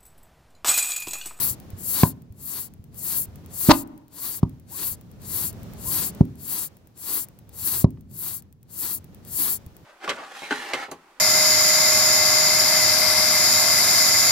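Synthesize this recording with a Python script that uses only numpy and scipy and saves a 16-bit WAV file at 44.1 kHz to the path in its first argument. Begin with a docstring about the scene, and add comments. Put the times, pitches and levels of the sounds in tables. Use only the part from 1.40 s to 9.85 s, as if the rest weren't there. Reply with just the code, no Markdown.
"""On a beach under a cliff, a small pulse jet is coaxed to start, close to a camera's stereo microphone.
Over a low rumble of surf, a hand pump hisses air into the intake, stroke after stroke, and the igniter
ticks about ten times a second. At 0.6 s the fuel catches with a thump that rings the steel pipe, and the
cliff answers. At 2.3 s it barks for a few cycles and chokes. Three more thumps follow, the last at 6.4 s,
then a light knock on the frame; the pumping goes on to the end."""
import sys
import numpy as np
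from scipy import signal
from scipy.fft import rfft, irfft
from scipy.io import wavfile
from scipy.ndimage import uniform_filter1d

SR = 44100
rng = np.random.default_rng(int(sys.argv[2]) if len(sys.argv) > 2 else 0)


def master(y):
    """Save y as 16-bit WAV."""
    cut = np.clip(np.atleast_2d(y).T, -1, 1)
    pcm = np.round(cut * 32767)  # scale
    wavfile.write(sys.argv[1], SR, pcm.astype(np.int16))


N = 372625
TIME = np.arange(N) / SR

# Colour of the flame. Each row: frequency in Hz, left and right in dB, likeness of the sides from 0 to 1.
FLAME_COLOUR = [(300, -5, -1, 0.6), (950, 7.5, 2.5, 0.8), (1620, 0.5, -4.5, 0.5), (2358, -7, -11.5, 0),
                (4640, 2, -1.5, 0.82), (5600, -3, -6, .2), (12000, -3, -16, .1)]


def undb(db):
    """Decibels to gain."""
    return 10 ** (np.asarray(db) / 20)


def level(x, db=0):
    """Set the rms of the middle of a stereo pair."""
    return x * undb(db) / np.sqrt(np.mean(x.mean(0) ** 2))


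def cut(x, hz, kind, order=2):
    """Butterworth low-pass or high-pass."""
    return signal.sosfilt(signal.butter(order, min(hz, .45 * SR), kind, fs=SR, output="sos"), x)


def spectrum(hz, values):
    """Join points over log frequency, for every bin."""
    return np.interp(np.log(np.fft.rfftfreq(N, 1 / SR) + 1), np.log(hz), values)


def stereo_noise(hz, left_db, right_db, likeness):
    """Noise with its own colour on each side, partly shared between them."""
    mid, side = rfft(rng.standard_normal((2, N)))
    alike = np.clip(spectrum(hz, likeness), -1, 1)
    mid, side = mid * np.sqrt(1 + alike), side * np.sqrt(1 - alike)
    left = (mid + side) * undb(spectrum(hz, left_db))
    right = (mid - side) * undb(spectrum(hz, right_db))
    return irfft([left, right], N)


def narrow_noise(hz, width_hz):
    """A narrow band of noise whose centre moves."""
    drift = cut(rng.standard_normal((2, N)), width_hz / 2, "low")
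    tone = np.real((drift[0] + 1j * drift[1]) * np.exp(2j * np.pi * np.cumsum(hz) / SR))
    return tone / tone.std()


def walk(rate_hz):
    """A random wander with a spread near 1."""
    step = max(int(SR / rate_hz), 1)
    return uniform_filter1d(np.repeat(rng.standard_normal(N // step + 1), step), step)[:N]


def fade(t60):
    """One second of exponential decay."""
    return np.exp(-np.log(1000) * TIME[:SR] / t60)


def scatter(t60, delay_s):
    """A diffuse stereo tail, of unit energy a side, that sets in after a delay."""
    tail = rng.standard_normal((2, SR)) * fade(t60) * (TIME[:SR] > delay_s)
    return tail / np.sqrt(np.sum(tail ** 2) / 2)


def ring(x, response):
    """Play a sound through a response."""
    return signal.fftconvolve(np.atleast_2d(x), np.atleast_2d(response), axes=1)[:, :N]


def impulses(rows):
    """One impulse for each pair of time in seconds and level in dB."""
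    out = np.zeros(N)
    for s, db in rows:
        out[int(s * SR)] += undb(db)
    return out


def surf():
    """Low rumble and a thin wash rise and sink with the waves; fine spray goes with the wash."""
    # Surf and breeze. Each row: time in seconds, relative levels of rumble and wash in dB.
    waves = [(.2, -43.5, -52.5), (1.4, -44, -58.5), (2, -42.5, -54.5), (2.7, -51.5, -57),
             (3.7, -40.5, -52.5), (4.3, -38, -49.5), (4.8, -42, -50.5), (5.6, -52.5, -56.5),
             (6.7, -40, -59), (7.15, -49, -63.5), (7.7, -44.5, -55.5), (8.4, -50.5, -56)]
    # Colour of the sea. Each row: frequency in Hz, relative level in dB.
    sea_colour = [(15, -48.5), (25, -19.5), (86, 1.5), (176, -2), (219, -5.5), (309, -15), (427, -20.5),
                  (475, -21.5), (637, -23.5), (1540, -32.5), (5880, -42), (8320, -45), (15000, -39.5)]
    times, *levels = np.transpose(waves)
    rumble_db, wash_db = (np.interp(TIME, times, column) for column in levels)
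    hz, db = np.transpose(sea_colour)
    sea = stereo_noise(hz, db, db, likeness=0.68 / (1 + (hz / 800) ** 4))
    rumble = level(cut(sea, 420, "low", order=4), -1) * undb(rumble_db)
    wash = cut(cut(sea, 380, "high", order=4), 6500, "low", order=4)
    wash = level(wash, -1.36) * undb(wash_db + 0.46 * walk(10))
    spray = level(cut(sea, 6000, "high", order=4), -11) * undb(wash_db + .8 * walk(18))
    return rumble + wash + spray


def bumps(hz=95, t60=0.083):
    """Dull bumps, felt more than heard."""
    # Soft low bumps. Each row: start in seconds, relative level in dB.
    hits = [(.109, -24.5), (.332, -22.5), (.903, -21.5), (1.394, -25.5), (1.884, -26.5), (3.517, -26.5),
            (4.479, -26), (8.264, -27)]
    thud = fade(t60) * np.sin(2 * np.pi * hz * TIME[:SR])
    return undb(-2) * cut(ring(impulses(hits), thud), 220, "low")


def knock(start_s=6.573, t60=0.03):
    """Something taps the frame once, dry and light."""
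    tap = ring(impulses([(start_s, -33.5)]), fade(t60) * rng.standard_normal(SR))
    return cut(cut(tap, 1400, "low"), 550, "high")


def hoots():
    """Short airy tones glide up in the mouth of the intake as the flow picks up."""
    # Intake hoots. Each row: start and end in seconds, first and last pitch in Hz, level in dB.
    glides = [(2.747, 2.867, 842, 1150, -49.5), (3.3, 3.389, 653, 1197, -47), (4.447, 4.53, 856, 1144, -46)]
    hz, gain = np.full(N, 1000.), np.zeros(N)
    for start, end, from_hz, to_hz, db in glides:
        during = (TIME > start) & (TIME < end)
        progress = (TIME[during] - start) / (end - start)
        hz[during] = from_hz + (to_hz - from_hz) * np.sin(np.pi * progress / 2)
        gain[during] = undb(db) * np.sin(np.pi * progress)
    return gain * narrow_noise(hz, width_hz=45)


def igniter(first_s=.2008, period_s=.10337):
    """The igniter runs freely; each spark is the same tiny bright snap, scattered by the engine's frame."""
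    sparks = impulses((s, -18) for s in np.arange(first_s, TIME[-1], period_s))
    edge = cut(sparks, 10000, "high", order=4) * undb([[3.5], [-2]])
    body = cut(np.roll(sparks, int(.0002 * SR)), 1500, "high") * undb([[-8.5], [-16.5]])
    snap = edge + body
    return snap + undb(-9) * ring(snap, scatter(t60=.025, delay_s=0.00096))


def pump(build_s=.22, vent_s=0.069, fastest_before_end_s=0.13, fast_half_width_s=0.064, flutter_db=2.1):
    """The nozzle hisses while there is pressure; the pipe rushes most when the piston is fastest."""
    # Pump strokes. Each row: end and length in seconds, relative nozzle hiss and pipe rush in dB.
    strokes = [(.155, .377, -27, -38.5), (0.733, .41, -27.5, -37), (1.291, .39, -30, -42),
               (1.865, 0.38, -27, -40), (2.442, 0.39, -27, -36.5), (3.008, 0.35, -30, -38.5),
               (3.561, 0.34, -27, -36.5), (4.119, 0.36, -28, -38), (4.715, 0.39, -28.4, -36.5),
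               (5.291, 0.37, -26.8, -37), (5.86, 0.35, -27, -38), (6.447, 0.37, -27.5, -38.5),
               (7.013, 0.37, -29.5, -41.5), (7.595, 0.36, -28.5, -41.5), (8.186, 0.38, -27, -37)]
    # Colour of the air jet. Each row: frequency in Hz, left and right in dB, likeness from 0 to 1.
    jet_colour = [(152, -20, -22.5, 0.8), (317, -11, -9.5, 1), (600, -22, -23, 0.7),
                  (1030, -13, -14.5, 0.8), (1280, -17.5, -20, 0.9), (2352, -22, -24.5, 0.7),
                  (3190, -19.5, -22.5, 0.9), (4580, -8.5, -12.5, 0.6), (5000, -18, -19, 0.4),
                  (6500, -10.5, -24, 0.9), (7700, -7, -15.5, 0.95), (9240, -7, -23, .35),
                  (10420, -2.5, -19.5, 0.2), (10750, -1, -6.5, 1), (13800, 3, -7.5, 0.9),
                  (15700, -4, -4.5, 1)]
    hiss_gain, sizzle_gain, rush_gain, speed = np.zeros((4, N))
    for end, length, hiss_db, rush_db in strokes:
        during = (TIME > end - length) & (TIME < end)
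        remaining = end - TIME[during]
        build = np.sin(np.pi / 2 * np.clip((length - remaining) / build_s, 0, 1))
        vent = np.sin(np.pi / 2 * np.clip(remaining / vent_s, 0, 1))
        speed[during] = 1 / (1 + ((remaining - fastest_before_end_s) / fast_half_width_s) ** 2)
        # the higher a band lies, the more steeply it follows the pressure
        hiss_gain[during] = undb(hiss_db) * build ** 3.9 * vent ** 1.7
        sizzle_gain[during] = undb((hiss_db + rush_db) / 2) * build ** 2.98 * vent ** 1.28
        rush_gain[during] = undb(rush_db) * build ** 0.8 * vent ** 0.54 * speed[during]
    air = stereo_noise(*np.transpose(jet_colour))
    hiss = level(cut(air, 9660, "high", order=6), 4.5)
    sizzle = level(cut(cut(air, 10200, "low", order=6), 5130, "high", order=6), -3)
    rush = level(cut(air, 5360, "low", order=6), 1.5)
    # the nozzle sings faintly, higher with speed, and partly drowns in turbulence at full flow
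    full_flow = speed ** 4
    whistle = (1 - 0.44 * full_flow) * narrow_noise(7450 + 800 * full_flow, width_hz=300)
    sizzle = sizzle + whistle * undb([[-4], [-13]])
    layers = (hiss, hiss_gain), (sizzle, sizzle_gain), (rush, rush_gain)
    return sum(layer * gain * undb(flutter_db * walk(45)) for layer, gain in layers)


def swell(centre_s, width_s, hurry=1.65):
    """Pressure radiated by a ball of gas that swells quickly and collapses more slowly."""
    pace = np.where(TIME < centre_s, hurry, 1)
    offset_squared = np.minimum(((TIME - centre_s) / width_s * pace) ** 2, 100)
    return (offset_squared - 1) * np.exp(-offset_squared / 2)


def ignitions(lead_s=0.00337, hot_hz=1170, cool_hz=800, cooling_s=0.017):
    """A flame front runs ahead and crackles, the charge swells, the pipe's tone sinks as the gas cools."""
    # The fuel catches. Each row: time and swell width in seconds, thump and pressure front in dB,
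    # the front's cutoff in Hz, gliding pipe tone and crackle in dB.
    charges = [(.637, .0021, -.5, 8, 1717, -12.5, -13), (2.2898, .0018, 0, -16, 899, -30, -29.5),
               (3.034, 0.0022, -1, -5, 1159, -29.5, -30.5), (4.8114, 0.0021, 2.5, 2, 560, -37, -43),
               (6.4463, .0023, 1, 1, 700, -29, -27.5)]
    tone_hz = cool_hz + (hot_hz - cool_hz) * np.exp(-TIME[:SR] / cooling_s)
    tone = fade(0.08) * np.sin(2 * np.pi * np.cumsum(tone_hz) / SR)
    pops, flame_gain = np.zeros((2, N))
    for s, width_s, thump_db, front_db, edge_hz, tone_db, crackle_db in charges:
        onset = impulses([(s - lead_s, 0)])
        front = undb(front_db) * cut(ring(onset, fade(0.0017))[0], edge_hz, "low", order=10)
        pops += undb(thump_db) * swell(s, width_s) + front + undb(tone_db) * ring(onset, tone)[0]
        flame_gain += undb(crackle_db) * ring(onset, fade(0.02))[0]
    return pops + flame_gain * cut(stereo_noise(*np.transpose(FLAME_COLOUR)), 5500, "low")


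def bark(start_s=2.2945, choke_s=2.3165, cycle_hz=307.6,
         firing_growth_db_per_s=260, roar_growth_db_per_s=1000, collapse_db_per_s=2800.5):
    """The pipe's resonance drives the flame: a pulse and a gust each cycle, growing until it chokes."""
    until_choke, since_choke = np.maximum(choke_s - TIME, 0), np.maximum(TIME - choke_s, 0)
    burning = (TIME > start_s) * undb(-np.minimum(collapse_db_per_s * since_choke, 200))
    firing_gain = undb(7 - firing_growth_db_per_s * until_choke) * burning
    roar_gain = undb(6 - roar_growth_db_per_s * until_choke) * burning
    phase = ((TIME - start_s) * cycle_hz + 0.065 * walk(300)) % 1
    pulse = np.exp(-phase / 0.22)
    firing = -1.6 * (pulse - pulse.mean()) * firing_gain
    roar = stereo_noise(*np.transpose(FLAME_COLOUR)) * (0.87 + pulse) * roar_gain
    return cut(firing, 1700, "low") + cut(roar, 4600, "low")


def combustion(echo_spread=.13):
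    """Blasts ring the pipe and come back from the sand, a nearby board and the cliff."""
    # Modes of the steel pipe. Each row: frequency in Hz, relative level in dB, t60 in seconds.
    pipe_modes = [(169, -15, 0.19), (252.5, -14, 0.36), (279, -10.5, 0.29), (324, -18, .42),
                  (382, 2.5, 0.094), (573.3, -8, .09), (727, -3.5, .04), (948.5, 0.5, 0.052),
                  (1003, -10, .07), (1215, -16.5, .16), (1500, -14.5, .16), (1832, -12, 0.072),
                  (4220, -10, .07), (4550, -8, .07), (4830, -9, 0.1)]
    blast = cut(ignitions() + bark(), 39, "high")
    steel = sum(undb(db) * fade(t60) * np.cos(2 * np.pi * hz * TIME[:SR]) for hz, db, t60 in pipe_modes)
    blast = blast + undb(-46) * ring(blast, steel)
    # long waves reach both microphone ports nearly alike; rough rock returns little treble
    near = scatter(0.098, 0.019)[0] + echo_spread * scatter(0.073, 0.01)
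    cliff = scatter(.85, 0.023)[0] + echo_spread * scatter(.85, 0.077)
    echo = undb(-14) * cut(near, 2000, "low", order=1) + undb(-17) * cut(cliff, 350, "low")
    cliff_mids = undb(-28) * cut(scatter(0.86, 0.026), 1500, "low")
    return blast + ring(blast, echo + cliff_mids)


def scene():
    """The engine close by and the surf behind it, as they reach the microphone's two ports."""
    # The right port lies a little further off. Each row: frequency in Hz, lag in radians, gain in dB.
    right_port = [(30, .05, 1), (125.8, 0.083, 0.45), (250, 0.67, 1.6), (504.3, 0.66, -1), (1000, 0.15, -1),
                  (2000, 0.61, 1), (4500, 0.85, -1.5), (5955, 1.6, 3.5), (8000, 2.4, -1.5),
                  (10600, 1.1, -6.5), (12700, 1.8, 0), (15500, 1.7, 4.5)]
    left, right = pump() + hoots() + igniter() + combustion() + bumps() + knock()
    hz, lag, db = np.transpose(right_port)
    port_response = undb(spectrum(hz, db)) * np.exp(-1j * spectrum(hz, lag))
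    right = irfft(rfft(right) * port_response, N)
    return np.array([left, right]) + surf()


def gain_control(x, threshold_db=-10, depth_db=7, recovery_db_per_s=5, attack_s=0.0064):
    """A blast turns the gain down within milliseconds; it creeps back over a second or so."""
    peak_db = 20 * np.log10(np.abs(x.mean(0)) + 1e-9)
    excess_db = np.clip(peak_db - threshold_db, 0, depth_db)
    recovered = recovery_db_per_s * TIME
    duck_db = np.maximum.accumulate(excess_db + recovered) - recovered
    return x * undb(-cut(duck_db, 1 / (2 * np.pi * attack_s), "low"))


def suppressor(x, threshold_db=-49, slope=0.77, depth_db=12, closing_db_per_s=42, bass_share=0.17):
    """Noise suppression opens at once on any clear sound and closes in the quiet, less so on the bass."""
    power = uniform_filter1d(cut(x.mean(0), 400, "high") ** 2, size=2048)
    heard_db = 10 * np.log10(np.abs(power) + 1e-12)
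    wanted_db = np.clip(slope * (heard_db - threshold_db), -depth_db, 0)
    closed = closing_db_per_s * TIME
    gain_db = np.maximum.accumulate(wanted_db + closed) - closed
    bass = cut(x, 300, "low", order=1)
    return bass * undb(bass_share * gain_db) + (x - bass) * undb(gain_db)


def record(dry):
    """The camera ducks after blasts, hushes the pauses, flattens the loudest peaks and cuts the top."""
    held = suppressor(gain_control(dry))
    limited = held / (1 + held ** 6) ** (1 / 6)
    return signal.sosfilt(signal.ellip(10, .2, 70, 15800, fs=SR, output="sos"), limited)


dry = scene()
out = record(dry)
master(out)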